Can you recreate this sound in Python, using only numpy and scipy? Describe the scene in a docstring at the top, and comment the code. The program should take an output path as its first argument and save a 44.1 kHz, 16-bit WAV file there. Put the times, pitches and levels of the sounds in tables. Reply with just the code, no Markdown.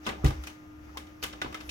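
"""A toner cartridge scrapes along its guides into an office printer and seats with a deep clunk.
The clunk is the printer's frame, shaken by a few heavy pushes. A hand rubs and presses on the
plastic parts, which click, snap and ring in the hollow housing, while the frame rumbles.
A small room answers each click, over a steady hiss and hum. The microphone is close."""
import sys
import numpy as np
from scipy import signal
from scipy.io import wavfile

SR = 44100
rng = np.random.default_rng(int(sys.argv[2]) if len(sys.argv) > 2 else 0)


def dump(signal):
    """Clip the signal to [-1, 1] and save it as 16-bit WAV at the path in sys.argv[1]."""
    limited = np.clip(np.atleast_2d(signal).T, -1, 1)
    pcm = np.round(limited * 32767).astype(np.int16)
    wavfile.write(sys.argv[1], SR, pcm)


N = 74970
T = np.arange(N) / SR


def from_db(db):
    """Turn decibels into a gain."""
    return 10 ** (np.asarray(db) / 20)


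def rms_one(x):
    """Scale a sound to an average (rms) level of 1."""
    return x / np.sqrt(np.mean(x ** 2) + 1e-20)


def at_hz(points, hz):
    """Read between a table's rows, with octaves evenly spaced."""
    freqs, values = np.transpose(points)
    return np.interp(np.log(hz), np.log(freqs), values)


def pan(db):
    """Left and right gains that make the left louder by db."""
    return from_db(db * np.array([[.5], [-.5]]))


def drift(rate):
    """A smooth random wobble of size about 1; a higher rate [Hz] is quicker."""
    r = np.exp(-80 * np.pi * rate / SR)
    slow = signal.lfilter([1], [1, -2 * r, r * r], rng.standard_normal(N // 40 + 2002))[2000:]
    return np.interp(np.arange(N) / 40, np.arange(len(slow)), rms_one(slow))


def impulses(times, sizes):
    """One spike at each time."""
    return np.bincount(np.clip(times * SR, 0, N - 1).astype(int), sizes, N)


def ring(force, hz, t60):
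    """Each spike starts a tone that dies away by 60 dB in t60 seconds."""
    r, w = from_db(-60 / (t60 * SR)), 2 * np.pi * hz / SR
    return signal.lfilter([0, np.sin(w)], [1, -2 * r * np.cos(w), r * r], force + 1e-18)


def resonate(x, hz, width):
    """Let through the sound near one pitch."""
    r, w = np.exp(-np.pi * width / SR), 2 * np.pi * hz / SR
    return signal.lfilter(np.array([1, 0, -1]) * (1 - r * r) / 2, [1, -2 * r * np.cos(w), r * r], x)


def rise_and_fade(power, rise_s, t60):
    """Each spike of power builds up, then falls by 60 dB in t60 seconds."""
    fading = signal.lfilter([1], [1, -from_db(-120 / (t60 * SR))], power + 1e-18)
    r = np.exp(-1 / (rise_s * SR))
    return signal.lfilter([1 - r], [1, -r], fading)


# How the microphone leans to one side: (frequency [Hz], left minus right [dB])
MIC_BALANCE = [(300, 1), (1300, 1.5), (2500, 4), (4200, 1.5), (5600, 9.5), (7000, 0), (8500, 1),
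               (10500, -7), (14000, -2)]
def noise_bands(likeness):
    """Stereo noise in slices from low to high: each slice's pitch, filter and noise."""
    edges_hz = np.r_[22 * 2 ** (np.arange(24) / 3), np.arange(5300, 16600, 1120)]
    white = rng.standard_normal((2, 2, N))
    for k, (low, high) in enumerate(zip(edges_hz, edges_hz[1:])):
        hz = np.sqrt(low * high)
        band_filter = signal.butter(2, [low, high], "band", fs=SR, output="sos")
        mid, side = signal.sosfilt(band_filter, white[k % 2])
        alike = np.clip(at_hz(likeness, hz), -1, 1)
        noise = np.sqrt((1 + alike) / 2) * mid + np.sqrt((1 - alike) / 2) * side * [[1], [-1]]
        yield hz, band_filter, noise * pan(at_hz(MIC_BALANCE, hz))


# How alike left and right are in the hiss: (frequency [Hz], likeness [-1 to 1])
HISS_LIKENESS = [(60, 0.82), (200, 1), (350, -0.42), (650, -0.14), (1300, -0.66), (3000, -0.096),
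                 (7000, 0.69), (13000, 1)]
def hiss_bands():
    """Slices of noise that the room's hiss and the rubbing hand share."""
    return [(hz, noise) for hz, _, noise in noise_bands(HISS_LIKENESS)]


# The tone of the room's hiss: (frequency [Hz], relative level [dB])
AIR_TONE = [(25, -14), (45, -11.5), (72, -3.5), (100, -5), (135, -10), (175, -13), (220, -13), (300, -8),
            (400, -14), (650, -19), (1000, -21.5), (1300, -21), (1800, -25), (2500, -29.5), (4000, -42.5),
            (5700, -53.5), (7500, -46), (9200, -59), (10500, -46.5), (12000, -45), (16000, -51)]
# Which side it comes from: (frequency [Hz], left minus right [dB])
AIR_BALANCE = [(100, 1), (400, -2.5), (1200, 2), (2500, 2), (4000, 3), (5500, 7), (7000, 10), (8500, -3),
               (10500, 12), (13000, 5)]
def room_air(hiss, level_db=-54.5):
    """Steady room noise, mostly from the left."""
    air = sum(noise * from_db(at_hz(AIR_TONE, hz)) * pan(at_hz(AIR_BALANCE, hz)) for hz, noise in hiss)
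    return from_db(level_db) * rms_one(air)


# The tones of the hum: (pitch [Hz], level [dB])
HUM_TONES = [(69, -60.5), (304.5, -51), (1217, -68), (1389, -72)]
def hum(waver_hz=1.24, waver_db=0.95):
    """A few steady tones waver slightly in pitch and loudness."""
    out = 0
    for hz, db in HUM_TONES:
        phase = 2 * np.pi * np.cumsum(hz + waver_hz * drift(rate=5.9)) / SR
        out += np.sqrt(2) * from_db(db + waver_db * drift(rate=1.67)) * np.sin(phase)
    return out * pan(db=1.5)


# How loudly the hand rubs: (time [s], level [dB])
RUB_LEVELS = [(0, -66), (.045, -53.5), (.15, -63), (.22, -58.5), (.42, -56), (.5, -55), (.58, -65),
              (.78, -70.5), (.85, -63), (.95, -61), (1.1, -63.5), (1.19, -66.5), (1.3, -62.5), (1.5, -57),
              (1.62, -57.5), (1.7, -55)]
# The tone of the rubbing: (frequency [Hz], relative level [dB])
RUB_TONE = [(150, 1), (800, 7.5), (2000, 4), (4000, -7), (5700, 0.5), (8500, -24.5), (15000, -14.5)]
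def hand_rub(hiss):
    """Skin sliding on plastic makes a grainy hiss."""
    rub = sum(noise * from_db(at_hz(RUB_TONE, hz)) for hz, noise in hiss)
    level_db = np.interp(T, *np.transpose(RUB_LEVELS)) + 0.5 * drift(rate=34)
    return from_db(level_db) * rms_one(rub)


# How loudly the frame rumbles: (time [s], level [dB])
RUMBLE_LEVELS = [(0, -74), (.11, -45), (.17, -56), (.225, -39), (.33, -53), (.39, -34.5), (.44, -44.5),
                 (.5, -58.5), (.65, -85), (.78, -53.5), (1.4, -54.5), (1.58, -58), (1.65, -50), (1.7, -41)]
def frame_rumble(pitch_hz=68.34, wander_hz=8.3):
    """The frame sways at a low, unsteady pitch as the hand leans on it."""
    phase = 2 * np.pi * np.cumsum(pitch_hz + wander_hz * drift(rate=23.2)) / SR
    level_db = np.interp(T, *np.transpose(RUMBLE_LEVELS))
    return np.sqrt(2) * from_db(level_db) * np.sin(phase)


# Brief swells of noise: (time [s], level [dB], about half the length [s], pitch [Hz])
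NOISE_SWELLS = [(0.054, -59, .012, 5150), (0.057, -46, 0.0029, 3550), (0.19, -49, .01, 784),
                (0.229, -50, 0.016, 696), (0.241, -44, 0.0054, 1200), (0.253, -42, .007, 780),
                (0.432, -61.5, 0.0064, 11100), (0.5, -57, 0.011, 2696), (.471, -48, .0025, 5800),
                (0.899, -53.5, 0.0051, 1220), (0.957, -52, 0.0091, 856), (1.231, -41.5, 0.0051, 4740),
                (1.238, -38.5, 0.0037, 13300), (1.263, -58, 0.029, 13800), (1.68, -62, 0.029, 11080)]
def scrapes_and_sizzle():
    """Noise swells around one pitch: short scrapes, and the bright sizzle and tail of a sharp snap."""
    out = np.zeros((2, N))
    for time, db, half_length, hz in NOISE_SWELLS:
        width_hz = 0.26 * hz
        noise = rng.standard_normal((2, N))
        pitched = resonate(resonate(noise, hz, width_hz), hz, width_hz)
        swell = np.exp(-.5 * ((T - time) / half_length) ** 2)
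        out += from_db(db) * swell * rms_one(pitched)
    return out


# The tone of the hollow plastic, and of the room's echo of it: (frequency [Hz], boost [dB])
PLASTIC_TONE = [(150, -5.5), (280, 1.5), (500, -1.5), (750, 0), (1300, 2), (2000, 1), (3000, 0.5),
                (4300, -4), (6000, -7.5), (9000, -14), (12000, -18.5), (16000, -24)]
ECHO_TONE = [(150, -5), (500, -8.5), (1500, -11), (3000, -13.5), (6000, -15.5), (14000, -10)]
# How long each lasts: (frequency [Hz], time to fade by 60 dB [s])
PLASTIC_FADE = [(200, 0.07), (1000, 0.067), (3000, 0.05), (14000, 0.045)]
ECHO_FADE = [(150, .45), (1000, 0.29), (3000, 0.3), (7000, 0.3), (14000, 0.18)]
# How alike left and right are in a click: (frequency [Hz], likeness [-1 to 1])
RATTLE_LIKENESS = [(150, 0.99), (300, 0.99), (600, -0.43), (1300, -0.44), (3000, -0.19), (7000, .15),
                   (13000, 0.59)]
# Plastic parts knocking together:
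# (time [s], strength [dB], bass boost [dB], treble boost [dB], ring pitch [Hz], ring boost [dB])
CONTACTS = [(.058, -46, 7, 4, 3270, -3), (0.065, -31.5, 4, -1, 3380, -5), (.069, -36, 4.5, -1, 1150, 7),
            (0.074, -36, 13, -8, 1222, 3), (.082, -36.5, 3.5, -2, 1500, 0), (0.09, -32, 6, -3, 1937, -2),
            (0.098, -38, 0, -17, 2870, -4), (0.101, -47.5, 4, -8, 1640, 9.5),
            (.245, -35.5, 5.5, 11, 748, -2.5), (.248, -40, 16, -10, 1920, 7.5),
            (0.259, -35, 4, 4, 1520, -33), (.265, -33.5, -23, 0.5, 4000, -5.5),
            (0.274, -43, 13.5, 9, 1140, -15), (0.281, -38.5, -2, 4, 1950, -16),
            (.306, -41, 12.5, 0, 1590, -3), (0.437, -42.5, -6, 4.5, 1360, 1), (.471, -38, -1, 6, 2472, 0.5),
            (.475, -54, -1, -4, 3070, 9), (0.9718, -37, 2, 6.5, 1062, 2.5), (0.975, -45, -23, 7, 3240, 4),
            (1.069, -52, -5, -3, 2660, -11), (1.2268, -33.5, 1, 5, 3070, -6),
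            (1.236, -27.5, -8.5, 5, 3270, -10), (1.242, -35.5, 3.5, -1, 1326, -10),
            (1.328, -42, -12, -12, 5460, -7), (1.333, -47.5, 13, 1, 1350, 2),
            (1.416, -29.5, -1, -3.5, 1996, -1), (1.419, -34.5, 2, -19, 1482, 9.5),
            (1.445, -40.5, 10, -28, 490, 3), (1.459, -44, 10, -26, 986, 7),
            (1.468, -51.5, 16, -14, 574, -8), (1.526, -45, 6, 0, 1193, 3), (1.544, -36, 3, 1, 2094, 0),
            (1.549, -39, -4, -38, 1294, 7), (1.604, -46, 1, 0, 5700, -8), (1.609, -43.5, -3, 0, 1300, -2),
            (1.692, -32, -38, -2.5, 2620, -1.5), (1.697, -38, -36, 4, 3150, -4)]
def clicks(bass_hz=616, middle_hz=2930, treble_hz=11800):
    """Each contact gives a sharp crack, a fast rattle spreading through the plastic and a room echo."""
    times, db, bass_db, treble_db, _, _ = np.transpose(CONTACTS)
    out = np.zeros((2, N))
    for k, (hz, band_filter, noise) in enumerate(noise_bands(RATTLE_LIKENESS)):
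        if hz < 130:   # clicks have no deep bass
            continue
        bass = at_hz([(bass_hz, 1), (middle_hz, 0)], hz)
        treble = at_hz([(middle_hz, 0), (treble_hz, 1)], hz)
        band_db = db + bass * bass_db + treble * treble_db + at_hz(PLASTIC_TONE, hz)
        sizes = from_db(band_db) * np.sqrt(SR / 2 / middle_hz)
        power = impulses(times, sizes ** 2)
        rattle = rise_and_fade(power, rise_s=0.00044, t60=at_hz(PLASTIC_FADE, hz))
        echo = rise_and_fade(power, rise_s=0.004, t60=at_hz(ECHO_FADE, hz))
        out += noise * np.sqrt(rattle * from_db(-1) ** 2 + echo * from_db(at_hz(ECHO_TONE, hz)) ** 2)
        crack = signal.sosfilt(band_filter, impulses(times, sizes) + 1e-18)
        crack *= np.sqrt(SR / 1000) * (-1) ** k   # every other slice is flipped
        out += from_db(-14.5) * crack * pan(at_hz(MIC_BALANCE, hz))
    return out


def ringing_parts():
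    """Each knocked part rings briefly at its own pitch, reaching the right side a little late."""
    out = np.zeros((2, N))
    lag_cycles = rng.uniform(0.18, 0.25, len(CONTACTS))
    for (time, db, _, _, hz, ring_db), cycles in zip(CONTACTS, lag_cycles):
        for channel, lag in enumerate((0, cycles / hz)):
            knock = impulses(np.array([time + lag]), [from_db(db + ring_db)])
            out[channel] += ring(knock, hz, t60=0.049)
    return out


# Where the open housing rings: (pitch [Hz], width [Hz], left gain [dB], right gain [dB])
HOUSING_TONES = [(762, 42, -1, -20), (1244, 13, -26, -4), (1229, 73, -10, -0.5), (1540, 17, -21, -9),
                 (1720, 24, -35.5, 6), (2050, 30, -23, 5), (2420, 120, -3, -1), (2946, 48, 7, -4),
                 (3330, 94, -15.5, -1), (3670, 98, -21, 5), (5540, 430, -7, -25), (6130, 100, -21, -36),
                 (10900, 400, -38, -13.5), (15500, 550, -2, -18)]
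def housing(x):
    """The hollow housing colours every click with the same set of pitches."""
    return x + sum(from_db([[left], [right]]) * resonate(x, hz, width)
                   for hz, width, left, right in HOUSING_TONES)


# Bounces off the printer and a nearby wall: (left delay [s], right delay [s], gain [dB])
BOUNCES = [(.0019, 0.0035, -10.5), (.0053, 0.0049, -12.5), (0.025, .028, -14.5)]
def bounces(x):
    """Near surfaces send back quieter copies, with their own delay on each side."""
    return x + sum(from_db(db) * np.array([np.interp(T - left, T, x[0]), np.interp(T - right, T, x[1])])
                   for left, right, db in BOUNCES)


# Pushes on the frame: (time [s], strength [dB], length [s], direction [+1 or -1])
FRAME_PUSHES = [(0.2417, -21, 0.0014, -1), (0.2451, -19, 0.0018, 1), (.2555, -11.5, 0.0048, -1),
                (0.2593, -22, 0.0031, 1), (0.286, -36, 0.0034, -1), (0.084, -40, 0.00078, 1),
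                (1.236, -47.5, 0.0011, 1), (1.445, -37.5, .002, -1), (1.464, -42, 0.0025, 1)]
# The frame's own low notes: (pitch [Hz], gain [dB], time to fade by 60 dB [s])
FRAME_TONES = [(42.5, -9, 0.28), (58.3, -4.5, 0.12), (67.1, -7.5, 0.17), (97.5, -7, 0.19),
               (131.3, -7, 0.17), (151.4, -9, 0.12), (266, 0, 0.092), (315.8, -1.5, 0.26),
               (410.6, -11.5, 0.14)]
def clunk(low_cut_hz=46, left_delay_s=0.00046):
    """Soft, heavy pushes set the frame ringing; the thud reaches the left side a little late."""
    force = np.zeros(N)
    for time, db, length, direction in FRAME_PUSHES:
        pulse = np.sin(np.pi * np.clip((T - time) / length + .5, 0, 1))
        force += direction * from_db(db) * pulse / pulse.sum()
    force = signal.sosfilt(signal.butter(2, low_cut_hz, "high", fs=SR, output="sos"), force)
    thud = sum(from_db(db) * ring(force, hz, t60) for hz, db, t60 in FRAME_TONES)
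    return np.array([np.interp(T - left_delay_s, T, thud), thud])


def scene():
    """Cartridge, printer, hand and room together."""
    plastic = from_db(-2) * bounces(housing(clicks())) + ringing_parts() + scrapes_and_sizzle()
    frame = frame_rumble() + clunk()
    hiss = hiss_bands()
    return plastic + frame + hand_rub(hiss) + room_air(hiss) + hum()


def record(dry):
    """The very highest treble is cut off steeply."""
    cutoff_hz = 15900
    return signal.sosfilt(signal.ellip(10, .1, 80, cutoff_hz, fs=SR, output="sos"), dry)


dry = scene()
out = record(dry)
dump(out)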